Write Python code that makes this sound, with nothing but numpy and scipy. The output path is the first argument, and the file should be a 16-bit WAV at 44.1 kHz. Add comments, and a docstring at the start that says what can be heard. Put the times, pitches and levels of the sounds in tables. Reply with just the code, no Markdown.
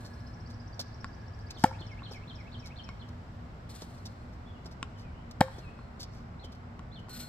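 """Forehands on an outdoor hard court

Two machine-fed tennis balls each bounce, then pop off the racket: a thump, the ring of the ball,
the ping of the strings and an echo from the fence. Shoes scuff over grit, a rubbed metal bar rasps,
birds whistle in the leaves, and two motors hum over the rumble of far traffic."""
import sys
import numpy as np
from scipy import signal
from scipy.fft import rfft, irfft
from scipy.io import wavfile

SR = 44100
rng = np.random.default_rng(int(sys.argv[2]) if len(sys.argv) > 2 else 0)


def wrap_up_sound(samples):
    """Save the sound to the file named by the first command line argument, as 16-bit audio."""
    columns = np.atleast_2d(samples).T
    # keep every value between -1 and 1, then stretch to whole-number steps
    tamed = np.clip(columns, -1, 1)
    steps = np.round(tamed * 32767).astype(np.int16)
    wavfile.write(sys.argv[1], SR, steps)


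N = 321122
TIME = np.arange(N) / SR
FREQS = np.fft.rfftfreq(N, 1 / SR)


def from_db(db):
    """Decibels to gain."""
    return 10 ** (np.asarray(db) / 20)


def eq_curve(points):
    """Points of (freq_hz, level_db) as a gain per FFT bin, rolling off past both ends."""
    hz, db = np.transpose(points)
    f = FREQS + 1e-6
    rolloff = np.minimum(f / hz[0], 1) ** 3 * np.minimum(hz[-1] / f, 1) ** 3
    return from_db(np.interp(np.log(f), np.log(hz), db)) * rolloff


def noise(gain):
    """Noise of rms 1, shaped by a gain per bin."""
    x = irfft(rfft(rng.standard_normal(N)) * gain, N)
    return x / x.std()


def narrow_noise(hz, width_hz):
    """Noise in one resonance: a wavering tone, or a wobble when slow."""
    return noise(1 / (1 + ((FREQS - hz) / width_hz) ** 2))


def delayed(x, delay_s):
    """The same sound, later."""
    return np.interp(TIME - delay_s, TIME, x, left=0)


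def since(start_s):
    """Seconds since a cue, held between 0 and 1."""
    return np.clip(TIME - start_s, 0, 1)


def swell(t, rise_s, order=2):
    """Grows to 1 at the rise time, then dies away; higher orders are tighter."""
    return (t / rise_s * np.exp(1 - np.minimum(t / rise_s, 50))) ** order


def ring(t, hz, t60_s):
    """A struck mode: a decaying sine."""
    return np.sin(2 * np.pi * hz * t) * np.exp(-np.minimum(np.log(1000) * t / t60_s, 50))


# Stereo tilt, with the high treble leaning left: freq_hz, left_minus_right_db
STEREO_TILT = [(10, -0.5), (600, 0.5), (1700, 2.5), (3000, 3), (4500, -4), (6000, 3.5), (7500, 12),
               (9000, 13.5), (10500, 5), (13000, 3), (15000, 0)]

def place(x, lead_samples):
    """Sound reaches the left channel first, and each side has its own colour."""
    lag = np.exp(-2j * np.pi * np.fft.rfftfreq(N) * lead_samples)
    tilt = np.sqrt(eq_curve(STEREO_TILT))
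    return irfft(rfft(x) * np.array([tilt, lag / np.maximum(tilt, .1)]), N)


# Stereo width of the ambience: freq_hz, side_minus_mid_db
WIDTH = [(60, -21.5), (110, -19), (200, -14), (380, -6.5), (700, -1.5), (1290, 2), (2380, 0), (4400, -0.5),
         (8120, 0), (15000, -1.5)]

def wide_noise(spectrum):
    """Noise from all around: alike in the bass, unrelated in the treble."""
    mid, side = rfft(rng.standard_normal((2, N)))
    side *= eq_curve(WIDTH)
    x = irfft(eq_curve(spectrum) * np.array([mid + side, mid - side]), N)
    return x / x.mean(axis=0).std()


# Low, middle and high layers of the ambience bed: freq_hz, level_db
RUMBLE = [(12, -33), (20, -11), (70, 1.5), (119, -1), (145, -6), (179, -5.5), (203, -11.5), (242, -5),
          (264, -34), (289, -17), (400, -22.5), (520, -28.5), (880, -120)]
WASH = [(150, -41), (250, -1), (266, -7), (289, -9), (318, -14), (685, -11), (1540, -19), (1690, -22.5),
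        (2000, -22.5), (3000, -34), (3900, -65), (6600, -120)]
HISS = [(1290, -28), (2200, -9), (2970, -5), (4310, -6.5), (5390, -8), (6640, -17.5), (7390, -12.5),
        (9330, -27), (14600, -26.5), (16000, -42)]
# Level of the hiss over time: time_s, level_db
HISS_LEVEL = [(0, -72), (2.6, -70), (3.3, -71), (7.28, -74)]

def open_air(rumble_db=-45.5, wash_db=-55.5):
    """Far traffic and leaves: a steady rumble and wash under a gently drifting hiss."""
    bed = from_db(rumble_db) * wide_noise(RUMBLE) + from_db(wash_db) * wide_noise(WASH)
    hiss_db = np.interp(TIME, *np.transpose(HISS_LEVEL))
    return bed + from_db(hiss_db) * wide_noise(HISS)


def motors(drone_hz=102, drone_db=-45, whine_db=-65.5, hum_hz=240, hum_db=-59):
    """One motor drones and whines, then fades away; a second hums throughout."""
    fade = from_db(-8 * np.maximum(TIME - 1.87, 0))   # 8 dB a second, from 1.87 s
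    drone = from_db(drone_db) * np.sin(2 * np.pi * drone_hz * TIME + narrow_noise(5.9, 0.8))
    hum = from_db(hum_db) * np.sin(2 * np.pi * hum_hz * TIME + 0.75 * narrow_noise(5.7, 0.72))
    whine = from_db(whine_db) * narrow_noise(1680, 60)
    return fade * (drone + whine) + hum


def rub_envelope(start_s, length_s, attack_s=0.0044, release_s=0.02, linger_db=-5.5, fade_db_per_s=47):
    """A push on a bar: quick attack, hold, then a release that leaves a weak fading rub."""
    attack = np.clip((TIME - start_s) / attack_s, 0, 1)
    after = np.maximum(TIME - start_s - length_s, 0)
    linger = from_db(linger_db)
    release = (1 - linger) * np.exp(-after / release_s) + linger * from_db(-fade_db_per_s * after)
    return attack, release


# Rubs on a thin metal bar: start_s, length_s, friction_db, singing_over_friction_db
RUBS = [(0, 0.0099, -60.5, -5), (3.689, 0.011, -55.5, -9.5), (3.736, 0.085, -56.5, -13),
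        (5.433, 0.15, -68, -3), (7.09, 0.059, -55.5, -1.5), (7.127, 0.081, -51.5, 0)]
# The bar's bending modes: pitch_hz, width_hz, hard_rub_db, pressure_slope_db_per_db
BAR_MODES = [(1471, 6.1, -10, -0.3), (4195, 26, -0.5, -0.05), (8040, 220, -10, 0), (12860, 320, -3, 0.5)]
# Friction hiss: freq_hz, level_db
FRICTION = [(1000, -2), (2800, 1), (4400, 7.5), (6000, 1.5), (8300, 0), (10000, -3.5), (13000, -7.5),
            (16000, -18)]

def metal_rasp(chatter_db=2.0, hard_rub_db=-46.5, singing_hold=0.44):
    """Uneven friction hisses and sets a bar singing, its top mode brighter under pressure."""
    friction = singing = np.full(N, 1e-9)
    for start_s, length_s, db, singing_db in RUBS:
        attack, release = rub_envelope(start_s, length_s)
        friction = np.maximum(friction, from_db(db) * attack * release)
        singing = np.maximum(singing, from_db(db + singing_db) * attack * release ** (1 - singing_hold))
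    pressure_db = 20 * np.log10(friction) - hard_rub_db
    modes = sum(from_db(db + slope * pressure_db) * narrow_noise(hz, width_hz)
                for hz, width_hz, db, slope in BAR_MODES)
    chatter = from_db(chatter_db * narrow_noise(10, 21))
    hiss = friction * noise(eq_curve(FRICTION))
    return place(chatter * (singing * modes + hiss), lead_samples=2.7)


# Scuffs and footfalls: start_s, length_s, grit_db, heel_db
STEPS = [(0.042, 0.038, -55, -48.5), (0.494, 0.022, -58, -58), (0.791, 0.019, -36, -41),
         (1.501, 0.013, -44, -70), (1.562, 0.12, -55.5, -48), (1.807, 0.0061, -56, -45),
         (2.109, 0.036, -53, -44), (2.653, 0.023, -51, -70), (3.085, 0.0087, -58, -64),
         (3.817, 0.011, -46, -44), (4.052, 0.016, -45, -69), (4.656, 0.013, -48.5, -45.5),
         (4.708, 0.021, -60, -68), (4.967, 0.053, -61.5, -64), (5.309, 0.0076, -48, -70),
         (5.58, 0.014, -59, -47), (5.992, 0.029, -45.5, -55), (6.026, 0.014, -47.5, -80),
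         (6.105, 0.09, -65.5, -62), (6.439, 0.018, -55, -46.5), (6.518, 0.014, -57, -68)]
# Bright grit and dull heel: freq_hz, level_db
GRIT = [(900, -5), (2500, -12), (3600, 9), (5300, 13.5), (7500, -4.5), (10000, -14), (12500, 1),
        (16000, -27)]
HEEL = [(80, -11), (250, 9), (650, 6), (1200, -3), (2500, -26), (5000, -34)]

def shoes(heel_rise_s=0.0049, grain_db=4.0, shuffle_db=-66, shuffle_count=10):
    """The sole lands with a pat and slides over grit; light shuffles fall at random."""
    slide = sum(from_db(db) * swell(since(start_s), length_s / 2) for start_s, length_s, db, _ in STEPS)
    shuffle_times = rng.uniform(0, N / SR, shuffle_count)
    slide += from_db(shuffle_db) * sum(swell(since(start_s), rise_s=0.0089) for start_s in shuffle_times)
    pat = sum(from_db(db) * swell(since(start_s), heel_rise_s, order=1) for start_s, _, _, db in STEPS)
    grains = noise(eq_curve(GRIT)) * from_db(grain_db * narrow_noise(160, 530))
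    return place(slide * grains + pat * noise(eq_curve(HEEL)), lead_samples=5.07)


def trill(start_s=.123, end_s=1.72, period_s=.067, sweep_s=.026, low_hz=4400, high_hz=6000):
    """A bird's quick near-sine upsweeps, flickering on their way through leaves and air."""
    sweep = np.clip((TIME - start_s) % period_s / sweep_s, 0, 1) * (TIME > start_s) * (TIME < end_s)
    level_db = -61.5 + 4.5 * narrow_noise(34, 90)
    pitch_hz = (low_hz + (high_hz - low_hz) * sweep) * (1 + 0.0211 * narrow_noise(90, 85))
    tone = np.sin(2 * np.pi * np.cumsum(pitch_hz) / SR)
    return from_db(level_db) * np.sin(np.pi * sweep) ** .5 * tone


# Balls landing on the court or the far fence: start_s, level_db, crack_over_ring_db
BOUNCES = [(1.0443, -32.5, 2), (2.0211, -38, -23), (2.89, -38, -2), (4.8284, -30, 4), (5.79, -41.5, -22),
           (6.7932, -39, -5.5), (7.086, -44, -10)]
# Hollow ring of a bounce: pitch_hz, level_db, t60_s
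BOUNCE_MODES = [(234, 1, 0.017), (1016, -15, 0.013), (1103, -2.5, 0.036), (1374, -12.5, 0.064),
                (1870, -28, 0.023)]
# Crack of the impact: freq_hz, level_db
CRACK = [(500, -53), (1400, 0), (2800, -9.5), (4500, -6), (8000, -22), (10000, -37), (15000, -47)]

def bounces(crack_rise_s=0.00035):
    """A sharp slap of air, then the short hollow ring of the ball."""
    out, slap = np.zeros(N), noise(eq_curve(CRACK))
    for start_s, db, crack_db in BOUNCES:
        t = since(start_s)
        shell = sum(from_db(mode_db) * ring(t, hz, t60_s) for hz, mode_db, t60_s in BOUNCE_MODES)
        burst = swell(t, crack_rise_s, order=1)
        crack = slap * burst * np.linalg.norm(burst) / np.linalg.norm(slap * burst)
        out += from_db(db) * (from_db(crack_db) * crack - shell)
    return place(out, lead_samples=2.75)


def sing(notes, start_s=0, level_db=0, stretch=1, waver=.02, flicker_db=3.0):
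    """Each bird note swells and fades while its pitch bends through a wavering arc."""
    out = np.zeros(N)
    knots = np.linspace(0, 1, 12)
    for offset_s, length_s, start_hz, middle_hz, end_hz, db in notes:
        progress = np.linspace(0, 1, int(length_s * stretch * SR))
        pitch_hz = np.polyval(np.polyfit([0, .5, 1], [start_hz, middle_hz, end_hz], 2), progress)
        wobble, flicker = (np.interp(progress, knots, row) for row in rng.standard_normal((2, len(knots))))
        tone = np.sin(2 * np.pi * np.cumsum(pitch_hz * (1 + waver * wobble)) / SR)
        envelope = np.abs(np.sin(np.pi * progress)) ** .5
        at = int((start_s + offset_s * stretch) * SR)
        out[at:at + len(tone)] += from_db(level_db + db + flicker_db * flicker) * envelope * tone
    return out


# A songbird's phrase: offset_s, length_s, start_hz, middle_hz, end_hz, level_db
PHRASE = [(-.078, 0.03, 2110, 2390, 2850, -4.5), (-.018, .032, 3184, 4360, 3400, -1.5),
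          (.007, .025, 3773, 3140, 3126, 3.5), (.061, .014, 5950, 5400, 4800, -2),
          (.09, 0.0517, 2686, 2227, 2210, -3.5)]
# Each repeat of the phrase: level_db
REPEATS = [-56.5, -52, -50, -53.5, -54.5, -52.5]
# Two notes of the phrase on their own: start_s, level_db, stretch_ratio
LONE_CHIRPS = [(3.008, -57.5, 0.81), (6.415, -59, 1.5), (6.943, -56.5, 1.7)]

def songbird(start_s=1.561, period_s=.2431, echo_s=.048, echo_db=-4):
    """A rolling song, its high notes repeated by a small reflector, then lone chirps."""
    song = sum(sing(PHRASE, start_s + k * period_s, db) for k, db in enumerate(REPEATS))
    high_notes = signal.sosfilt(signal.butter(4, 4000, "high", fs=SR, output="sos"), song)
    chirps = sum(sing(PHRASE[1:3], cue_s, db, stretch) for cue_s, db, stretch in LONE_CHIRPS)
    return song + from_db(echo_db) * delayed(high_notes, echo_s) + chirps


# A far bird's slurred whistles: start_s, length_s, start_hz, middle_hz, end_hz, level_db
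SLURS = [(4.455, 0.061, 3400, 3420, 3320, -60), (4.535, 0.041, 3330, 3000, 2800, -63),
         (4.95, 0.042, 3260, 3070, 2930, -63), (5.03, .08, 2570, 2400, 2290, -64),
         (5.14, 0.085, 2850, 3050, 3300, -67), (5.52, 0.08, 3300, 3390, 3450, -62),
         (5.6, 0.12, 3320, 2530, 2920, -63.5)]

def birds(blur_db=-5, near_send_db=-11, far_send_db=-7):
    """One near bird and two far ones; leaves smear each note ahead of a longer tail."""
    near = place(songbird(), lead_samples=2.27)
    far = place(trill() + sing(SLURS), lead_samples=0.81)
    direct = near + from_db(-3) * far
    blur = from_db(blur_db) * scatter(direct, t60_s=0.088)
    tail = scatter(from_db(near_send_db) * near + from_db(far_send_db) * far, t60_s=0.7)
    return direct + blur + tail


# Racket hits: start_s, thump_db, thump_hz, ball_db, off_centre_ratio, felt_db, string_db, string_hz
STROKES = [(1.6378, -10, 215, -8.5, 0.07, -18.5, -37, 519), (5.4064, -9.5, 183, -9, 0.9, -19, -32, 521.5)]
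# Ring of the ball leaving the strings: pitch_hz, clean_hit_db, off_centre_db
BALL_MODES = [(664, -24, -6), (831, 1, -1.5), (1090, -34, -18), (1530, -14, -11.5), (1837, -18, -13.5),
              (2250, -24.5, -14.5), (3190, -21.5, -17), (3900, -38, -14)]
# Ping of the string bed: pitch_ratio, level_db, t60_s
STRING_MODES = [(1.001, 6, 0.21), (2.14, -8, 0.12), (3.38, -9, 0.09), (4.2, -4, 0.075)]
# Felt brushing the strings: freq_hz, level_db
FELT = [(650, 13), (1500, 8), (2700, -5.5), (3800, -5), (5300, -3), (6400, -7), (8000, -8.5), (10000, -15),
        (12500, -10), (15000, -20)]

def forehands(dent_s=0.0049, thump_width_s=0.0024, release_s=0.002905, climb_per_s=0.23, flutter_db=-20):
    """The strings give and spring back, felt rubs over them, then ball and string bed ring."""
    pop, rub = np.zeros(N), np.zeros(N)
    for start_s, thump_db, thump_hz, ball_db, off_centre, felt_db, string_db, string_hz in STROKES:
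        t = TIME - start_s - dent_s   # one push and pull of air around the deepest dent
        pop -= from_db(thump_db) * np.sin(2 * np.pi * thump_hz * t) * np.exp(-(t / thump_width_s) ** 2)
        free = since(start_s + release_s)
        for hz, clean_db, glancing_db in BALL_MODES:
            mode_db = ball_db + clean_db + off_centre * (glancing_db - clean_db)
            envelope = swell(free, .004 * (850 / hz) ** .4, order=6)   # higher modes peak and die sooner
            pop += from_db(mode_db) * envelope * np.sin(2 * np.pi * hz * free)
        glide = 1 + climb_per_s * free / 2   # the strings' pitch climbs as they settle
        for ratio, db, t60_s in STRING_MODES:
            pop -= from_db(string_db + db) * ring(free, ratio * string_hz * glide, t60_s)
        contact = swell(since(start_s), rise_s=.0021, order=3)
        flutter = from_db(flutter_db) * swell(since(start_s), rise_s=0.01, order=1)
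        rub += from_db(felt_db) * (contact + flutter)
    return place(pop, lead_samples=3.35) + place(rub * noise(eq_curve(FELT)), lead_samples=2.49)


# Colour of the reverb tail: freq_hz, level_db
TAIL = [(150, -37), (500, -16), (1100, 8), (2000, 7.5), (4500, 7.5), (9000, 1.5), (16000, -15.5)]

def scatter(x, t60_s):
    """Fences and trees return a thin dying wash, different on each side."""
    response = np.array([noise(eq_curve(TAIL)) for _ in x]) * from_db(-60 * TIME / t60_s)
    response /= np.sqrt(np.sum(response ** 2, axis=1, keepdims=True))
    return signal.fftconvolve(x, response[:, :SR], axes=1)[:, :N]


# Slapback off the fence and houses: delay_s, level_db, pan_left_db
ECHOES = [(.0085, -28, 1.5), (0.0696, -16.5, 2), (0.084, -26, -5.5), (.168, -34, 3)]

def echoes(x, band_hz=(960, 1330)):
    """Separate reflections that return mostly the hollow middle of each pop."""
    mids = signal.sosfilt(signal.butter(2, band_hz, "band", fs=SR, output="sos"), x.mean(axis=0))
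    return sum(from_db([[db + pan / 2], [db - pan / 2]]) * delayed(mids, delay_s)
               for delay_s, db, pan in ECHOES)


def scene(ground_db=-18.5, tail_db=-23.5):
    """Play on the court and its reflections, over birds and the ambience bed."""
    near = metal_rasp() + shoes() + forehands()
    play = near + bounces()
    ground = from_db(ground_db) * scatter(play, t60_s=.075)
    tail = from_db(tail_db) * scatter(play, t60_s=1.0)
    return play + ground + echoes(near) + tail + birds() + open_air() + motors()


def record(dry, cutoff_hz=15600):
    """A steep low-pass takes off the very top."""
    return signal.sosfilt(signal.ellip(10, .1, 80, cutoff_hz, fs=SR, output="sos"), dry)


dry = scene()
out = record(dry)
wrap_up_sound(out)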